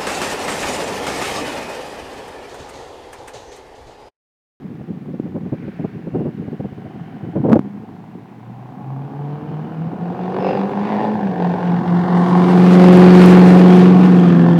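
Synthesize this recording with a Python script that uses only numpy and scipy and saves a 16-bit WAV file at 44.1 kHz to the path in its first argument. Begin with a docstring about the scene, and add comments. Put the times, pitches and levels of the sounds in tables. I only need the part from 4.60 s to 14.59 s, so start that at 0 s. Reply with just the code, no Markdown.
"""Far off, a V8 diesel pickup pulls a boat out of a side road while wind eddies buffet the microphone.
Its straight exhaust drones at the firing rate and barks once per crank turn; faint whistles glide.
After a hard gust near 3 s the engine revs up, crackles under load and changes gear at about 6.5 s.
The truck passes close by at about 8.3 s with hissing tyres and a turbocharger whistle,
its peaks overloading the recorder, and the trailer rattles after it."""
import sys
import numpy as np
from scipy import signal
from scipy.fft import rfft, irfft, next_fast_len
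from scipy.io import wavfile
from scipy.ndimage import uniform_filter1d, map_coordinates

SR = 44100
rng = np.random.default_rng(int(sys.argv[2]) if len(sys.argv) > 2 else 0)


def output_pcm(signal):
    """Save a mono or channel-first signal as 16-bit PCM at the path in sys.argv[1].

    Samples are clipped to [-1, 1] before scaling.
    """
    pcm = np.clip(np.atleast_2d(signal).T, -1, 1) * 32767
    wavfile.write(sys.argv[1], SR, np.round(pcm).astype(np.int16))


N = 440559

# Levels in the tables are relative: each source adds its own gain.
# place of the truck along the road, 0 abreast of the microphone: time_s, place_m
ROAD_PLACE = [(0, -50), (3, -54), (5.5, -38), (8.55, 3.5), (9.99, 20.5)]
# how hard the engine pulls: time_s, load_db
ENGINE_LOAD = [(0, -2.5), (1.15, -3.5), (2.6, -6.5), (3.25, -10), (3.7, -16), (4.3, -5.5), (4.7, -1),
               (5.3, -2), (5.65, 7.5), (5.87, 10.5), (6.08, 8), (6.42, 8), (6.7, -0.5), (6.85, 3),
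               (7.2, -1), (8.2, 0.5), (9.1, 3.5), (9.99, 0.5)]
# by part name: abreast_db, nearness_db_per_db, load_db_per_db, behind_db
PART_LEVELS = {"tone": (-5.5, 1.19, 0, 5.5), "octave": (-14.5, 1.63, 0.69, 6),
               "burble": (-21.5, 1.55, 1.38, 3), "rasp": (-19.5, 1.086, 0.6154, 1.5),
               "bark": (-24.5, 1.8, 0.86, 3), "reports": (-41, 5.5, 2, 3), "hiss": (-43.5, 2.5, 0.98, 5.5),
               "sizzle": (-53, 3, 1, 2.5)}
# firing rate as heard: time_s, rate_hz
FIRING_RATE = [(0, 92), (2.2, 90), (3.2, 103), (3.7, 114), (4.3, 134.6), (4.95, 153.8), (5.25, 164.7),
               (5.55, 179.4), (5.85, 191), (6.1, 200.5), (6.48, 216), (6.58, 212), (6.73, 178), (7.3, 176),
               (7.8, 179), (8.2, 180.8), (9.1, 181.1), (9.47, 183), (9.75, 171.8), (9.99, 170)]
# the eight blasts of an engine cycle, one strong per crank turn: level_db
CYLINDER_LEVELS = [-10, -10, 0, -7, -11, -11, -1.5, -8]
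# weaker lines of the pipe, order 8 being the firing rate: cycle_order, level_db
PIPE_LINES = [(6, -6.5), (7, -8.5), (9, -2), (10, -8.5), (11, -3.5), (12, -1.5), (13, -5.5), (14, -4),
              (15, -6.5), (17, -10.5), (18, -7.5), (19, -8), (20, -7), (21, -11), (22, -8), (24, -6.5),
              (28, -14), (30, -22), (32, -8), (36, -9.5), (38, -18.5), (40, -26), (56, -23)]
# lope of the lines below the octave: time_s, gain_db
LOPE_GAIN = [(4.5, -3.5), (6.4, -9.5), (7.2, -1.5), (9.1, -0.5), (9.55, 5), (9.9, 4.5)]
# swells and dips of single harmonics: firing_multiple, middle_s, gain_db, half_length_s
HARMONIC_SWELLS = [(2, 4.6, 7, .35), (2, 8.3, 3, .3), (2, 8.945, -7, .12), (2, 9.42, -10, .13),
                   (2, 6.9, -11, 0.23), (2, 8.1, -6, 0.071), (3, 4.7, 13, .35), (3, 8.22, 9, 0.25),
                   (3, 8.98, 4.5, 0.14), (3, 9.4, -12, 0.2), (3, 9.9, 8, .12), (4, 8.6, -14, .2),
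                   (4, 9.07, 5, .13), (4, 9.6, -8, .3), (7, 4.0, 20, .45)]
# time offset, early or late, that sets the drone's slow beating on the approach: time_s, offset_ms
BEAT_OFFSET = [(3, -35.5), (4.7, .3), (6, 29.6), (8, 78)]
# turbulence repeating each engine cycle, in the far limit: knock_share, roar_share, burble_share
REPEAT_SHARES = (.92, .7, .75)
# growl of the rasp near 800 Hz, over what load and distance give: time_s, gain_db
GROWL_GAIN = [(0, -12.5), (1.8, -10), (2.5, -2), (4.2, 1), (5.3, 2.5), (5.9, 0.5), (6.85, 5), (7.3, 4),
              (7.75, 3.5), (8.1, 1), (9.1, 2), (9.99, -1.5)]
# steady wind on the microphone: time_s, level_db
BREEZE_LEVEL = [(0, -31.5), (1.1, -32), (2.55, -34.5), (2.8, -24), (3.1, -35), (3.8, -38.5), (5, -30.5),
                (7, -26.5), (9.99, -23.5)]
# depth of the breeze's flutter: time_s, depth_db
BREEZE_DEPTH = [(0, 3.4), (3, 3.4), (3.8, 1.8)]
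# strongest buffets of wind: start_s, level_db, half_length_s
WIND_BUFFETS = [(0.045, -17, 0.019), (0.11, -17.5, .012), (0.206, -15.5, 0.014), (0.325, -21.5, 0.025),
                (0.477, -15.5, 0.023), (0.534, -14.5, 0.019), (0.646, -16.5, 0.046), (0.742, -10, 0.035),
                (0.858, -14, 0.016), (0.919, -7, 0.023), (1.075, -13, 0.018), (1.188, -10, 0.024),
                (1.237, -6.5, 0.019), (1.338, -20, 0.025), (1.389, -19, 0.009), (1.469, -12, 0.017),
                (1.536, -6, 0.032), (1.579, -9, 0.049), (1.645, -9.5, 0.045), (1.799, -16, 0.046),
                (1.877, -10.5, .012), (1.915, -13, 0.033), (1.994, -10, 0.018), (2.039, -10, 0.023),
                (2.12, -17, 0.011), (2.174, -18.5, 0.018), (2.246, -17, 0.027), (2.351, -17, 0.013),
                (2.665, -17, .02), (2.751, -4.5, 0.03), (2.831, -2.5, 0.043), (2.882, -1.5, 0.036),
                (2.916, 3.5, 0.025), (2.955, 4.5, .015), (4.193, -20, 0.013), (5.318, -16, 0.029)]
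# cracks of the hardest gust: start_s, level_db
GUST_CRACKS = [(2.8975, -30.5), (2.9186, -30), (2.924, -26), (2.9311, -16), (2.94, -30.5), (2.9563, -31.5),
               (2.969, -38), (2.9925, -27)]
# lone eddies on the microphone: start_s, level_db, pitch_hz, decay_s
EDDY_POPS = [(0.598, -7.5, 284, 0.0025), (0.924, -13, 264, 0.008), (2.044, -19.5, 270, 0.0093),
             (2.9228, -1.5, 227, 0.018), (2.968, -11.5, 300, 0.0031), (2.992, -1, 225, 0.0023),
             (3.553, -18.5, 236, 0.0023)]
# faint fuzzy whistling glides on the approach, and a turbo whistle at the pass:
# start_s, length_s, first_hz, last_hz, level_db
WHISTLE_GLIDES = [(0.799, 0.65, 2040, 2680, -58.5), (1.192, .9, 2480, 3090, -63.5),
                  (1.695, 1.6, 2920, 3050, -61.5), (4.293, 1.7, 3140, 2720, -60.5),
                  (5.773, 0.26, 5300, 4750, -48.5), (8.095, 1, 4800, 4000, -38.5)]
# nasal peaks and hollows: middle_s, half_length_s, centre_hz, glide_hz_per_s, width_hz, gain_db
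GLIDING_BANDS = [(1.8, 0.52, 2880, 352, 142, 3), (2.2, .6, 2470, 0, 200, -3), (2.7, .8, 707, 31, 70, 5.5),
                 (3.2, .9, 558, -0.5, 50, -4.5), (4.2, 0.59, 830, 59, 87, 7), (5.2, 0.46, 950, 0.5, 80, 1),
                 (4.404, 1.3, 456, 10.5, 54.5, 13.5), (4.5, 0.36, 490, 45, 50, -6),
                 (4.5, 1, 1990, -2, 300, -6.5), (5.876, 0.07, 2700, 3, 220, 12),
                 (5.98, 0.16, 490, 0, 110, 3), (6.09, 1.3, 634, -1, 55.7, -0.5),
                 (6.35, 0.16, 850, 0, 70, 2), (6.325, 0.13, 2000, -1100, 150, 9.5),
                 (5.63, .5, 388, -1, 55, 5), (6.85, 0.38, 438, -1.5, 70.3, 8.5),
                 (7.01, 0.4, 724, 0.5, 35.2, -3), (7.0, 0.45, 848, -0.5, 80.5, 1.5),
                 (7.43, 0.31, 1930, -1, 222, 4), (6.705, .35, 1250, 152.5, 190, -9.5),
                 (6.954, 0.49, 1605, 2.5, 122.5, 4), (7.49, 0.32, 2490, 200.5, 222, -12.5),
                 (7.642, 0.42, 587, 3.5, 71, -8), (7.72, 0.18, 1045, 2.5, 149, 6),
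                 (9.92, 0.39, 1390, 1, 404, 3.5), (9.857, 0.17, 1700, 301, 150, 9.5),
                 (9.898, .12, 2400, 0, 200, -6.5), (9.9, 0.051, 1240, -3, 110, -5)]
# spells in which the strong blasts crack out: middle_s, level_db, half_length_s
CRACKLE_SPELLS = [(5.7665, -11, .03), (5.8675, -8.5, 0.06), (5.9525, -13, .05), (6.0145, -11.5, .035),
                  (6.322, -10, .045), (6.4325, -10, .06), (6.8235, -10.5, 0.04), (6.9395, -12.5, .025),
                  (7.12, -18, .1), (7.548, -12, .09), (7.8845, -9, .03), (9.8865, -9, 0.06)]
# a brief swell and later dips in the tyre hiss as the truck passes: middle_s, gain_db, half_length_s
HISS_CONTOUR = [(8.352, 0, .2), (8.649, 4.5, 0.093), (9.15, -2, .12), (9.852, -4, .25)]
# grit flicked by the tyres: start_s, level_db
GRIT_TICKS = [(8.238, -28), (8.2852, -27), (8.328, -24), (8.372, -22.5), (8.551, -27), (8.66, -17),
              (8.792, -25.5)]
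# spells of trailer rattle: middle_s, level_db, half_length_s
RATTLE_SPELLS = [(9.146, -32, .07), (9.599, -43.5, 0.13), (9.906, -42, 0.26)]

# spectra: frequency_hz, gain_db
BURBLE_SPECTRUM = [(40, -48.5), (90, -11), (135, -10.5), (200, -1.5), (280, -3), (400, -4), (500, 5.5),
                   (620, -18), (900, -25), (2000, -79)]  # low exhaust turbulence
RASP_SPECTRUM = [(300, -37.5), (580, -3.5), (720, 0), (820, -0.5), (1000, -6.5), (1200, -12.5), (1700, -20),
                 (4000, -60.5)]  # midrange exhaust turbulence
BARK_SPECTRUM = [(600, -23.5), (1150, 1.5), (1650, -7), (2300, -8), (3000, -12.5), (3600, -16.5),
                 (4600, -20.5), (6000, -30), (9000, -47), (16000, -68.5)]  # bright ring of the pipe
SIZZLE_SPECTRUM = [(2600, -28.5), (3200, -7.5), (3600, -2.5), (4000, -6.5), (4450, -4), (4850, -10.5),
                   (5200, 1.5), (6000, -21), (9000, -25.5)]  # injectors
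REPORT_SPECTRUM = [(200, -18.5), (500, 2.5), (900, 12.5), (1500, -12.5), (2700, -8.5), (3500, -16.5),
                   (5000, -17), (6500, -32.5), (10000, -43), (16000, -63.5)]  # strong blasts
AIR_SPECTRUM = [(25, 3), (150, -0.5), (700, 11), (2000, 7.5), (5000, -10), (9000, -18), (17000, -18)]  # open fields
BUFFET_SPECTRUM = [(25, -45), (50, -33), (90, -10.5), (140, 2), (200, 2.5), (300, -4.5), (450, -12.5),
                   (700, -31.5), (1500, -44), (4000, -77.5)]  # soft eddies
FLUTTER_SPECTRUM = [(80, -61.5), (200, 3.5), (320, 2.5), (500, 0), (800, -9), (1300, -29.5), (2500, -45.5),
                    (8000, -78)]  # hard eddies
RUSH_SPECTRUM = [(700, -31.5), (1500, 6.5), (2300, 0.5), (3500, -13.5), (5000, -18.5), (8000, -37)]  # airy rush around the whistles
CRACKLE_SPECTRUM = [(120, -12), (350, 10), (550, 9), (850, 10.5), (1400, -10.5), (2100, -14.5),
                    (2800, -20.5), (3400, -21), (4800, -30), (6500, -53), (16000, -71.5)]  # exhaust cracks
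TREAD_SPECTRUM = [(500, 3), (1300, 21.5), (2500, 15), (4300, 7.5), (6500, 1), (10000, -4), (16000, -16)]  # tyres on the road
FRAME_SPECTRUM = [(900, -20.5), (1400, 1), (1800, -3), (2100, -3.5), (2450, -2.5), (2750, -11.5),
                  (3200, 3.5), (3800, -12.5), (6000, -18), (11000, -30.5), (16000, -34)]  # the trailer's steel frame

TIME_S = np.arange(N) / SR


def amp(db):
    """Amplitude grows tenfold for every 20 dB."""
    return 10 ** (np.asarray(db) / 20)


def unit(x):
    """Normalisation to an rms of 1."""
    return x / np.sqrt(np.mean(x ** 2) + 1e-20)


def bell(x, middle, half_width):
    """A Gaussian hump of height 1."""
    return np.exp(-((x - middle) / half_width) ** 2)


def curve(rows):
    """Linear interpolation of (time_s, value) rows at every sample."""
    return np.interp(TIME_S, *np.transpose(rows))


def wobble(rate_hz):
    """Smooth random modulation: a spline through Gaussian knots."""
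    knots = rng.standard_normal(int(N * rate_hz / SR) + 4)
    coarse = np.arange(0, N, 16)
    return np.interp(np.arange(N), coarse, map_coordinates(knots, [coarse * rate_hz / SR]))


def colour(x, spectrum):
    """Minimum-phase filtering: folding the cepstrum makes the response causal."""
    size = 2 * next_fast_len(N // 2 + SR // 4)
    hz, db = np.transpose(spectrum)
    gain_db = np.interp(np.log(np.fft.rfftfreq(size, 1 / SR) + 1), np.log(hz), db)
    cepstrum = irfft(np.log(amp(gain_db)))
    cepstrum[1:size // 2] *= 2
    cepstrum[size // 2 + 1:] = 0
    return irfft(rfft(x, size) * np.exp(rfft(cepstrum)))[:N]


def noise(spectrum):
    """Spectral shaping of white noise, at an rms of 1."""
    return unit(colour(rng.standard_normal(N), spectrum))


def die_away(train, decay_s):
    """Exponential decay after each impulse."""
    return signal.lfilter([1], [1, -np.exp(-1 / (decay_s * SR))], train)


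def passing(roadside_m=8.68):
    """Inverse-distance law: nearness (1 abreast) and tailpipe aim (-1 away, 1 at the microphone)."""
    place_m = curve(ROAD_PLACE)
    distance_m = np.hypot(place_m, roadside_m)
    return roadside_m / distance_m, place_m / distance_m


def level(part):
    """Spreading, engine load and directivity add in dB to give the level of one part."""
    abreast_db, spread, effort, behind_db = PART_LEVELS[part]
    near, aim = passing()
    return abreast_db + spread * 20 * np.log10(near) + effort * curve(ENGINE_LOAD) + behind_db * aim


def swell(multiple):
    """Slow amplitude modulation of one harmonic, in dB."""
    return sum(db * bell(TIME_S, s, width) for k, s, db, width in HARMONIC_SWELLS if k == multiple)


def drone(firings, firing_hz):
    """Standing waves in the pipe sound the firing tone, its octave and weaker engine-cycle harmonics."""
    near, aim = passing()
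    far = 1 - near ** 2
    cutoff_hz, fall_db_per_hz = 137.4, 0.76  # the pipe hardly radiates a lower firing tone
    tone_db = level("tone") - fall_db_per_hz * np.clip(cutoff_hz - firing_hz, 0, None)
    resonance_hz = 204.4  # the octave sweeps through it at low revs
    octave_db = level("octave") + 21.5 * bell(2 * firing_hz, resonance_hz, 4) + 1.1 * wobble(30)
    phase = 2 * np.pi * firings
    copy_phase = np.interp(TIME_S - curve(BEAT_OFFSET) / 1000, TIME_S, phase)
    copy_gain = .68 * far * (aim < 0)

    def beating(multiple, shift):
        """Interference with a copy whose time offset drifts makes a line beat on the approach."""
        line, copy = np.sin(multiple * phase + shift), np.sin(multiple * copy_phase + shift)
        return (line + copy_gain * copy) / np.hypot(1, copy_gain)

    def blur(depth):
        """Moving air modulates the phase over a long path."""
        return 0.22 * depth * far * wobble(30)

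    lines = amp(tone_db) * beating(1, 0) + amp(octave_db + swell(2)) * beating(2, blur(0.49))
    burble_db, lope_db, wander_db = level("burble"), curve(LOPE_GAIN), 2 + 2 * far
    shade_db = 8.5 * np.minimum(aim, 0) ** 4  # the approaching body shades the higher lines
    for order, db in PIPE_LINES:
        multiple = order / len(CYLINDER_LEVELS)
        line_db = burble_db + db + lope_db * (multiple < 2) - shade_db * (multiple > 2)
        line_db += swell(multiple) + wander_db * wobble(7)
        lines += amp(line_db) * np.sin(multiple * phase + blur(multiple) + 2 * np.pi * rng.random())
    return np.sqrt(2) * lines


def blasts(firings, scatter_db, jitter_s):
    """Impulse excitation: a train of all firings, sized by cylinder, and one of the strong blasts."""
    count = np.arange(1, int(firings[-1]))
    cylinder = count % len(CYLINDER_LEVELS)
    timing, scatter, strong_scatter_db = rng.standard_normal((len(count), 3)).T
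    at = np.interp(count, firings, np.arange(N)) + jitter_s * SR * timing
    at = np.clip(np.round(at), 0, N - 1).astype(int)
    size = amp(np.take(CYLINDER_LEVELS, cylinder) + scatter_db * scatter)
    is_strong = cylinder % (len(CYLINDER_LEVELS) // 2) == np.argmax(CYLINDER_LEVELS)
    return np.bincount(at, size, N), np.bincount(at, is_strong * size * amp(strong_scatter_db), N)


def churn(firings, share):
    """Periodicity makes spectral lines: a share of the turbulence repeats with every engine cycle."""
    pattern = rng.standard_normal(2048)
    place = (firings / len(CYLINDER_LEVELS) % 1 * len(pattern)).astype(int)
    return np.sqrt(share) * pattern[place] + np.sqrt(1 - share) * rng.standard_normal(N)


def puffs(train, decay_s, steady, gas=None):
    """Amplitude-modulated noise: each impulse releases a dying puff over a steady rush."""
    if gas is None:
        gas = rng.standard_normal(N)
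    return unit((unit(die_away(train, decay_s)) + steady) * gas)


def pipe(train, gas, spectrum, rough):
    """Source and filter: blasts and turbulence ring in the pipe; rough is the turbulent power share."""
    return np.sqrt(1 - rough) * unit(colour(train, spectrum)) + np.sqrt(rough) * unit(colour(gas, spectrum))


def burble(train, gas):
    """Long puffs of turbulence excite the low resonances of the pipe."""
    near, _ = passing()
    flow = puffs(train, decay_s=0.0075, steady=0.45, gas=gas)
    return amp(level("burble") - 2 - 8.5 * near) * unit(colour(flow, BURBLE_SPECTRUM))


def rasp(train, knock_gas, roar_gas):
    """Modulation depth sets the texture: turbulence knocks from afar and roars beside the pipe."""
    near, aim = passing()
    knocks = unit(colour(puffs(train, decay_s=0.0025, steady=0.18, gas=knock_gas), RASP_SPECTRUM))
    roar = unit(colour(puffs(train, decay_s=0.0021, steady=2.3, gas=roar_gas), RASP_SPECTRUM))
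    # ahead of the truck, under load, single blasts stand out of the roar
    roar_loss = 0.4 * (aim < 0) * np.maximum(curve(ENGINE_LOAD), 0)
    roar_share = np.clip(np.interp(near, [0, .5], [.1, .96]) - roar_loss, 0, 1)
    blend = np.sqrt(1 - roar_share) * knocks + np.sqrt(roar_share) * roar
    return amp(level("rasp") + curve(GROWL_GAIN) - 4) * blend


def bark(train):
    """The unequal blasts excite the upper resonances of the pipe."""
    gain = amp(level("bark") - 3.5 + 1.4 * wobble(25))
    return gain * pipe(train, puffs(train, decay_s=0.005, steady=0.6), BARK_SPECTRUM, rough=0.81)


def injectors(train):
    """Treble noise pulsed at the firing rate is heard as a sizzle."""
    return amp(level("sizzle")) * unit(colour(puffs(train, decay_s=0.0017, steady=.3), SIZZLE_SPECTRUM))


def road_bounce(x, delay_ms=1.13):
    """Comb filtering: the reflection off the road hollows the sound while the truck is far."""
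    near, _ = passing()
    strength = 0.1 * (1 - near ** 2)
    late = map_coordinates(x, [np.arange(N) - delay_ms * SR / 1000])
    return (x + strength * late) / np.sqrt(1 + strength ** 2)


def outdoors(x, t60_s, wet_db):
    """Scattering from trees and field adds a faint, exponentially decaying tail."""
    t = TIME_S[:SR // 2]
    tail = rng.standard_normal(len(t)) * amp(-60 * t / t60_s)
    return x + amp(wet_db) * signal.fftconvolve(x, tail / np.linalg.norm(tail))[:N]


def engine():
    """Phase is the integral of frequency: one running count of firings times all the engine's parts."""
    firing_hz = curve(FIRING_RATE)
    near, _ = passing()
    firings = np.cumsum(firing_hz * (1 + .001 * wobble(25))) / SR
    train, strong = blasts(firings, scatter_db=1.0, jitter_s=.00004)
    remoteness = np.sqrt(1 - near) * (1 - near ** 4)
    knock_gas, roar_gas, burble_gas = (churn(firings, share * remoteness) for share in REPEAT_SHARES)
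    low = burble(train, burble_gas)
    middle = rasp(train, knock_gas, roar_gas) + bark(train)
    sizzle = injectors(train)
    bounced = road_bounce(middle + reports(strong))
    lines = drone(firings, firing_hz)
    return lines + outdoors(low + bounced + sizzle + crackle(firings), t60_s=0.17, wet_db=-8.5)


def wind():
    """Turbulent pressure: eddies thump the microphone, harder ones flutter higher, the hardest crack."""
    push, cracks = np.zeros(N), np.zeros(N)
    for start_s, db, half_length_s in WIND_BUFFETS:
        progress = np.clip((TIME_S - start_s) / (2 * half_length_s), 0, 1)
        push += amp(db - 9) * np.sin(np.pi * np.sqrt(progress)) ** 2
    push = .5 * np.tanh(push / .5)  # the diaphragm can only be pushed so far
    for start_s, db in GUST_CRACKS:
        cracks[round(start_s * SR)] = amp(db + 7)
    breeze = amp(curve(BREEZE_LEVEL) - 0.5 + curve(BREEZE_DEPTH) * wobble(45)) * noise(BUFFET_SPECTRUM)
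    bright = push / (push + amp(-12))
    eddies = (1 - bright) * noise(BUFFET_SPECTRUM) + bright * noise(FLUTTER_SPECTRUM)
    # the eddies of one buffet are alike in size
    eddies /= np.sqrt(np.abs(uniform_filter1d(eddies ** 2, size=700)) + 0.094)
    snaps = colour(cracks, [(100, 13), (500, 32.5), (1200, 29), (2500, 11), (6000, -4.5), (16000, -20.5)])
    return breeze + push * eddies + snaps


def pops(rise_s=0.0015):
    """Damped oscillation: a lone eddy kicks the diaphragm, which quickly swings back to rest."""
    out, t = np.zeros(N), TIME_S[:SR // 8]
    for start_s, db, pitch_hz, decay_s in EDDY_POPS:
        kick = np.sin(2 * np.pi * pitch_hz * t) * np.exp(-t / decay_s) * (1 - np.exp(-t / rise_s))
        out[round(start_s * SR):][:len(t)] += amp(db) * kick / np.abs(kick).max()
    return colour(out, [(30, -32), (90, -7.5), (170, -2)])


def whistles(rush_db=7):
    """Random modulation makes tones fuzzy: faint glides on the approach, a turbo whistle at the pass."""
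    whistle, flow = np.zeros(N), np.zeros(N)
    for start_s, length_s, first_hz, last_hz, db in WHISTLE_GLIDES:
        progress = np.clip((TIME_S - start_s) / length_s, 0, 1)
        envelope = amp(db) * np.sin(np.pi * progress)
        pitch_hz = first_hz + (last_hz - first_hz) * progress
        whistle += envelope * np.sin(2 * np.pi * np.cumsum(pitch_hz) / SR)
        flow += envelope
    return whistle * wobble(410) + amp(rush_db) * flow * noise(RUSH_SPECTRUM)


def gliding_resonances(x):
    """Time-varying filtering: peaks and hollows glide through the sound as the truck moves."""
    hz, t, frames = signal.stft(x, SR, nperseg=2048)
    gain_db = sum(db * bell(t, s, half_s) * bell(hz[:, None], centre_hz + glide * (t - s), width_hz)
                  for s, half_s, centre_hz, glide, width_hz, db in GLIDING_BANDS)
    return signal.istft(frames * amp(gain_db), SR, nperseg=2048)[1][:N]


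def reports(strong):
    """A brief pulse has a broad spectrum: each strong blast leaves the pipe as a sharp report."""
    gas = puffs(strong, decay_s=0.00045, steady=.01)
    return amp(level("reports")) * pipe(strong, gas, REPORT_SPECTRUM, rough=0.27)


def crackle(firings, answer_db=-11.5):
    """Pressure transients: under throttle one blast per crank turn cracks; the next cylinder answers."""
    train = np.zeros(N)
    turns = np.arange(-10, 11) * (len(CYLINDER_LEVELS) // 2)
    for middle_s, db, half_length_s in CRACKLE_SPELLS:
        middle_firing = firings[round(middle_s * SR)]
        for cylinder, cylinder_db in enumerate([0, answer_db]):
            at = np.searchsorted(firings, middle_firing + turns + cylinder)
            scatter_db = 0.61 * rng.standard_normal(len(at))
            size = amp(db + cylinder_db + scatter_db) * bell(at / SR, middle_s, half_length_s)
            train[at[at < N]] += size[at < N]
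    gas = die_away(train, decay_s=0.0014) * rng.standard_normal(N)
    peak = np.abs(colour(signal.unit_impulse(N), CRACKLE_SPECTRUM)).max()
    return -colour(train + amp(-25.5) * gas, CRACKLE_SPECTRUM) / peak


def tyres():
    """Rolling noise: tread hiss grows with nearness, swells briefly, then dips; flicked grit ticks."""
    contour_db = sum(db * bell(TIME_S, s, width) for s, db, width in HISS_CONTOUR)
    grit = np.zeros(N)
    for start_s, db in GRIT_TICKS:
        grit[round(start_s * SR)] = amp(db - 7)
    ticks = die_away(grit, decay_s=0.0018) * noise([(800, -13.5), (3000, -0.5), (8000, 5.5), (16000, -11)])
    flicker_db = 1.4 * wobble(35) + 1.2 * wobble(11)
    return amp(level("hiss") + 11.5 + contour_db + flicker_db) * noise(TREAD_SPECTRUM) + ticks


def trailer(taps_per_s=540):
    """Random impacts of loose chains and fittings excite the resonances of the steel frame."""
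    taps = (rng.random(N) < taps_per_s / SR) * np.abs(rng.standard_normal(N))
    shaking = sum(amp(db) * bell(TIME_S, s, width) for s, db, width in RATTLE_SPELLS)
    return shaking * unit(colour(puffs(taps, decay_s=0.0016, steady=0.16), FRAME_SPECTRUM))


def scene():
    """Superposition of truck, trailer and wind over the faint hush of open fields."""
    truck = gliding_resonances(engine() + tyres() + whistles())
    return (truck + trailer() + wind() + pops() + amp(-54) * noise(AIR_SPECTRUM))[None]


def record(dry):
    """Saturation rounds off peaks near full scale; band limiting thins the deep bass and cuts the top."""
    low_cut_hz, top_hz = 52, 17100
    ceiling, hardness = 1.03, 7
    squashed = dry / (1 + np.abs(dry / ceiling) ** hardness) ** (1 / hardness)
    size = next_fast_len(N + SR // 2)
    hz = np.fft.rfftfreq(size, 1 / SR)
    high_pass = hz ** 2 / np.hypot(hz ** 2, low_cut_hz ** 2)
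    return irfft(rfft(squashed, size) * high_pass * (hz < top_hz), size)[:, :N]


dry = scene()
out = record(dry)
output_pcm(out)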